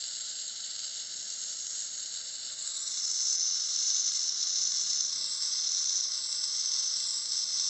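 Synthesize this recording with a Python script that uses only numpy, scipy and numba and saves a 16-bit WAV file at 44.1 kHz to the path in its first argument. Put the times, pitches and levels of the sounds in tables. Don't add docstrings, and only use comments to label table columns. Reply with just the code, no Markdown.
import sys
import numpy as np
from scipy import signal
from scipy.fft import rfft, irfft
from scipy.io import wavfile
from numba import njit

SR = 44100
rng = np.random.default_rng(int(sys.argv[2]) if len(sys.argv) > 2 else 0)


def bounce(signal):
    frames = np.transpose(np.atleast_2d(signal))
    limited = np.clip(frames, -1, 1)
    pcm = np.round(limited * 32767).astype(np.int16)
    wavfile.write(sys.argv[1], SR, pcm)


N = 339129

# frequency_hz, relative_density_db
RUMBLE_SPECTRUM = [(24, -46.5), (40, -21.5), (107, -3.5), (145, -4.5), (179, -1.5), (212, -2.5),
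                   (418, -7.5), (590, -1.5), (843, -5.5), (950, -14.5), (1240, -39), (2090, -120)]
# centre_s, rise_db, sigma_s
RUMBLE_SWELLS = [(1.18, 3.5, 0.06), (2.55, 2, 0.091), (5.2, 7.5, 0.058)]
# pitch_hz, base_level_db
HUM_TONES = [(119, -82), (188, -84)]
# time_s, gain_db
HUM_SWELL = [(0, -18), (4.2, -10), (4.802, 7.5), (6.2, 1), (7.69, 10)]
# time_s, place
FLAME_AIM = [(0, 0.14), (2.5, 0.24), (2.85, 0.98), (3.0, 0.66), (5.0, 0.71), (5.2, 1.96), (5.55, 1.87),
             (5.7, 1.3), (6.0, 1.34), (6.1, 2.07), (7.69, 1.72)]
# centre_hz, width_hz, weight_db
PIECE_RESONANCES = [(1340, 87, -24), (1645, 620, -21), (2164, 230, -29), (2962, 330, -12.5),
                    (3520, 92, -14.5), (3914, 970, -7.5), (4340, 630, -4), (4770, 350, -5.5),
                    (5270, 470, -11.5), (5447, 290, -3), (5786, 320, -9), (6250, 340, -9), (6770, 340, 0),
                    (6475, 240, -3), (7186, 700, -0.5), (7410, 230, 10.5), (7730, 220, -1),
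                    (7700, 120, -22.5)]
CUP_RESONANCES = [(1118, 202, -9.5), (1500, 490, -10), (2080, 240, -11.5), (2830, 830, -37),
                  (3440, 240, -28), (3740, 560, -17), (4170, 490, -11.5), (4660, 760, -19.5),
                  (5203, 290, -4), (5450, 250, -1.5), (5773, 310, 0), (5977, 160, -5), (6219, 173, -5),
                  (6870, 180, -8), (6980, 500, -10.5), (7300, 220, -2), (7760, 340, -8), (7532, 117, -26),
                  (7760, 67, -30.5)]
RIM_RESONANCES = [(1080, 133, -26.5), (1490, 580, -30), (2104, 540, -29.5), (2740, 240, -28.5),
                  (3200, 270, -22), (3675, 460, -14.5), (4170, 440, -10.5), (4640, 360, -14),
                  (5054, 260, -4.5), (5350, 410, -1), (5620, 150, -2.5), (5880, 150, -9.5), (6120, 180, -4),
                  (6560, 380, -14.5), (6940, 250, -16.5), (7310, 300, -14.5), (7630, 220, -9),
                  (7830, 200, -13.5), (8140, 210, -21.5)]
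# centre_hz, width_hz, depth_db
PIECE_DIPS = [(1130, 130, 17.5), (1810, 90, 7), (2470, 78, 8), (3540, 48, 10.5), (6885, 100, 12),
              (7360, 140, 12.5), (7970, 220, 20.5)]
CUP_DIPS = [(970, 110, 7.8), (1770, 38, 2.4), (2660, 59, 4.1), (4570, 160, 3.2), (5710, 140, 3.3),
            (7090, 130, 6.6)]
RIM_DIPS = [(980, 41, 10), (1790, 100, 6.2), (2400, 150, 16), (3040, 41, 5.1), (5760, 61, 4.5),
            (6930, 100, 8.6)]
BAND_EDGES = [2500, 4850, 5780, 6430, 7170]
# time_s, upper_ring_db, sizzle_db, hiss_db
HAND_LEVELS = [(0.0, -47, -37, -41), (0.02, -52, -41, -41.5), (0.81, -52, -44, -42),
               (1.69, -44.5, -42, -45), (2.5, -56, -43.5, -43), (2.78, -49, -36.5, -41.5),
               (3.0, -37, -43.5, -43), (3.34, -30, -44, -43.5), (3.38, -32, -56, -44),
               (3.7, -36.5, -44.5, -41), (3.88, -29, -49, -39), (4.09, -32.5, -51, -41.5),
               (4.13, -34, -42, -40.5), (4.3, -36, -52, -41.5), (4.67, -31.5, -52, -40),
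               (4.75, -35.5, -43.5, -41.5), (4.99, -34, -52.5, -41), (5.29, -43, -39.5, -41.5),
               (5.46, -37.5, -43, -42.5), (5.65, -35.5, -50, -40.5), (5.97, -32, -48, -41),
               (6.08, -37, -52, -43.5), (6.23, -40.5, -39, -39.5), (6.38, -39.5, -41, -44),
               (6.66, -34.5, -46.5, -40.5), (6.94, -36, -48, -43), (6.96, -40, -43.5, -40.5),
               (7.13, -42.5, -37, -42), (7.56, -35.5, -46, -41.5), (7.69, -34.5, -44, -41)]
# piece_db, cup_db, rim_db
USUAL_RING_LEVELS = (-51, -34, -38)
# piece_db, cup_db, rim_db, piece_swing_ratio, cup_swing_ratio, rim_swing_ratio
FOLLOWING_BANDS = [(-60, -58.5, -58, -0.1, 0.1, 0.05), (-48.5, -33, -34.5, 0.3, 0.3, 0.2),
                   (-44, -41.5, -47.5, 0.7, 0.65, 0.5)]
# centre_hz, glide_hz_per_swing_db, cancelled_fraction
HIGH_DIP = [(6220, 7, 0.8), (6560, 3, 0), (6810, 81.5, 0.75)]
# time_s, centre_hz, cancelled_fraction
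LOW_DIP = [(1.9, 3400, 0.05), (2.25, 3260, 0.85), (3.1, 3170, 0.85), (3.4, 3100, 0.1), (4.95, 3050, 0.1),
           (5.2, 3020, 0.7), (5.7, 3050, 0.2)]
# time_s, rise_db
STRONG_SPITS = [(0.792, 7.5), (1.2547, 3), (1.2768, 4), (1.6674, 7), (2.6748, 6), (2.887, 2.5), (2.9755, 8),
                (3.204, 6.5), (3.3274, 7), (3.3995, 8), (3.7413, 4.5), (3.7598, 3), (4.428, 2), (4.5577, 5),
                (4.6866, 3), (4.8754, 2.5), (4.9318, 4.8), (5.007, 9), (5.0635, 9.5), (5.1586, 6),
                (5.423, 6.5), (5.5547, 3.5), (5.6451, 6), (5.7487, 4), (5.842, 5.5), (5.8938, 4.5),
                (6.008, 5), (6.3262, 8.5), (6.789, 4.5), (6.967, 6.5), (7.002, 5.5), (7.5965, 5)]

RUMBLE_SPLIT_HZ, LOW_RUMBLE_DB, UPPER_RUMBLE_DB = 450, -72, -71
ARRIVAL_START_S, ARRIVAL_LENGTH_S, ARRIVAL_EXPONENT = 2.5, 0.5, 2.2
GLIDING_DIP_WIDTH_HZ = 180
ECHO_DELAY_S, ECHO_SWAY_S, ECHO_DB = 0.0033, .00006, -18.5
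SPIT_LENGTH_MS, WEAK_SPITS_PER_S, WEAK_SPIT_DB = 1.5, 5.8, 3.5
POPS_PER_S, SPIT_POP_SIGMAS = 250, 6.0
MIC_NOISE_DB, CUTOFF_HZ = -100, 8510


def from_db(db):
    return 10 ** (np.asarray(db) / 20)


def unit_rms(x):
    return x / np.sqrt(np.mean(x ** 2) + 1e-20)


def in_time(rows):
    times_s, *columns = np.transpose(rows)
    return [np.interp(np.arange(N) / SR, times_s, column) for column in columns]


def drift(corner_hz):
    pole = np.exp(-2 * np.pi * corner_hz / SR)
    slow = signal.lfilter([1], [1, -2 * pole, pole * pole], rng.standard_normal(N + SR // 2))[SR // 2:]
    return unit_rms(slow - slow.mean())


def coloured(x, power_at):
    size = 2048
    hz = np.arange(size // 2 + 1) * SR / size + 1
    cepstrum = irfft(.5 * np.log(power_at(hz) + 1e-14))
    cepstrum[1:size // 2] *= 2
    cepstrum[size // 2 + 1:] = 0
    impulse_response = irfft(np.exp(rfft(cepstrum)))[:size // 2]
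    return unit_rms(signal.oaconvolve(x, impulse_response)[:len(x)])


def room_rumble():
    hz, db = np.transpose(RUMBLE_SPECTRUM)
    noise = coloured(rng.standard_normal(N), lambda f: from_db(2 * np.interp(np.log(f), np.log(hz), db)))
    out, t = 0, np.arange(N) / SR
    swell_db = sum(rise * np.exp(-.5 * ((t - s) / sigma) ** 2) for s, rise, sigma in RUMBLE_SWELLS)
    for kind, level_db in (("low", LOW_RUMBLE_DB + swell_db), ("high", UPPER_RUMBLE_DB)):
        crossover = signal.butter(4, RUMBLE_SPLIT_HZ, kind, fs=SR, output="sos")
        out += from_db(level_db) * unit_rms(signal.sosfilt(crossover, noise))
    return out


def hum():
    out = 0
    for (pitch_hz, level_db), swell_db in zip(HUM_TONES, (0, in_time(HUM_SWELL)[0])):
        phase = 2 * np.pi * np.cumsum(pitch_hz + 1.3 * drift(1.7)) / SR
        out += np.sqrt(2) * from_db(level_db + swell_db + 2.1 * drift(3)) * np.sin(phase)
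    return out


def bottle_echo(x):
    delay_s = ECHO_DELAY_S + ECHO_SWAY_S * drift(0.96)
    return x + from_db(ECHO_DB) * np.interp(np.arange(N) - delay_s * SR, np.arange(N), x)


def by_place(values):
    arrived = np.clip((np.arange(N) / SR - ARRIVAL_START_S) / ARRIVAL_LENGTH_S, 0, 1) ** ARRIVAL_EXPONENT
    towards_rim = np.clip(in_time(FLAME_AIM)[0] - 1, 0, 1)
    return np.interp(arrived + towards_rim, np.arange(len(values)), values)


def ring_swing_db():
    return in_time(HAND_LEVELS)[0] - by_place(USUAL_RING_LEVELS)


@njit
def notch(x, cosine, fraction, radius):
    out, y1, y2 = x.copy(), 0., 0.
    for i in range(2, len(x)):
        y = (1 - radius ** 2) / 2 * (x[i] - x[i - 2]) + 2 * radius * cosine[i] * y1 - radius ** 2 * y2
        y1, y2 = y, y1
        out[i] -= fraction[i] * y
    return out


def gliding_dips(x):
    centre_hz, hz_per_db, high_fraction = map(by_place, np.transpose(HIGH_DIP))
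    high_dip = (centre_hz + hz_per_db * ring_swing_db(), high_fraction)
    radius = np.exp(-np.pi * GLIDING_DIP_WIDTH_HZ / SR)
    for dip_hz, fraction in (high_dip, in_time(LOW_DIP)):
        x = notch(x, np.cos(2 * np.pi * dip_hz / SR), np.clip(fraction, 0, 1), radius)
    return x


def work_response(resonances, dips, steepness):
    def power_at(f):
        power = sum(from_db(2 * db) / (1 + (2 * (f - hz) / width) ** 4) ** steepness
                    for hz, width, db in resonances)
        loss_db = sum(db / (1 + (2 * (f - hz) / width) ** 2) for hz, width, db in dips)
        return power * from_db(-2 * loss_db)
    return power_at


def band_levels_db():
    upper_ring, sizzle, hiss = in_time(HAND_LEVELS)
    swing = ring_swing_db()
    roar, cup_ring, rim_ring = (by_place(row[:3]) + by_place(row[3:]) * swing for row in FOLLOWING_BANDS)
    return roar, hiss, cup_ring, upper_ring, rim_ring, sizzle


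def spits_db():
    rise_db = WEAK_SPIT_DB * (rng.random(N) < WEAK_SPITS_PER_S / SR)
    times_s, strong_db = np.transpose(STRONG_SPITS)
    rise_db[(times_s * SR).astype(int)] = strong_db
    sigma_samples = SPIT_LENGTH_MS / 2 * SR / 1000
    bell = np.exp(-.5 * (np.arange(-400, 401) / sigma_samples) ** 2)
    return signal.oaconvolve(rise_db, bell, "same")


def jet_turbulence():
    flicker_db = 0.7 * drift(8.6) + 0.76 * drift(81) + 1.73 * drift(360) + spits_db()
    pop_onsets = rng.random(N) < POPS_PER_S / SR
    pops = pop_onsets * from_db(3.06 * np.minimum(rng.exponential(1, N), 4))
    noise = rng.standard_normal((3, N)) + 2.4 * pops * np.sign(rng.standard_normal(N))
    spit_samples = (np.transpose(STRONG_SPITS)[0] * SR).astype(int)
    noise[:, spit_samples] += SPIT_POP_SIGMAS
    return noise * from_db(flicker_db), noise * from_db(.5 * flicker_db)


def torch():
    hiss, roar = jet_turbulence()
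    aim = np.clip(in_time(FLAME_AIM)[0], 0, 2)
    places = ((PIECE_RESONANCES, PIECE_DIPS), (CUP_RESONANCES, CUP_DIPS), (RIM_RESONANCES, RIM_DIPS))
    gains = [from_db(db + .5 * drift(13)) for db in band_levels_db()]
    out = np.zeros(N)
    for place, (resonances, dips) in enumerate(places):
        distance = np.abs(aim - place)
        heard = slice(np.argmax(distance < 1), N - np.argmax(distance[::-1] < 1))
        crossfade = np.cos(np.minimum(distance, 1) * np.pi / 2)
        for band, gain in enumerate(gains):
            in_band = [row for row in resonances if np.searchsorted(BAND_EDGES, row[0]) == band]
            jet = (hiss if band else roar)[(band + place) % len(places), heard]
            response = work_response(in_band, dips, steepness=1.174)
            out[heard] += (gain * crossfade)[heard] * coloured(jet, response)
    return out


def scene():
    flame = bottle_echo(gliding_dips(torch()))
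    return (flame + room_rumble() + hum())[None]


def record(dry):
    noisy = dry + from_db(MIC_NOISE_DB) * rng.standard_normal(dry.shape)
    thin = signal.sosfilt(signal.butter(3, 60, "high", fs=SR, output="sos"), noisy)
    return signal.sosfilt(signal.ellip(14, .5, 90, CUTOFF_HZ, fs=SR, output="sos"), thin)


dry = scene()
out = record(dry)
bounce(out)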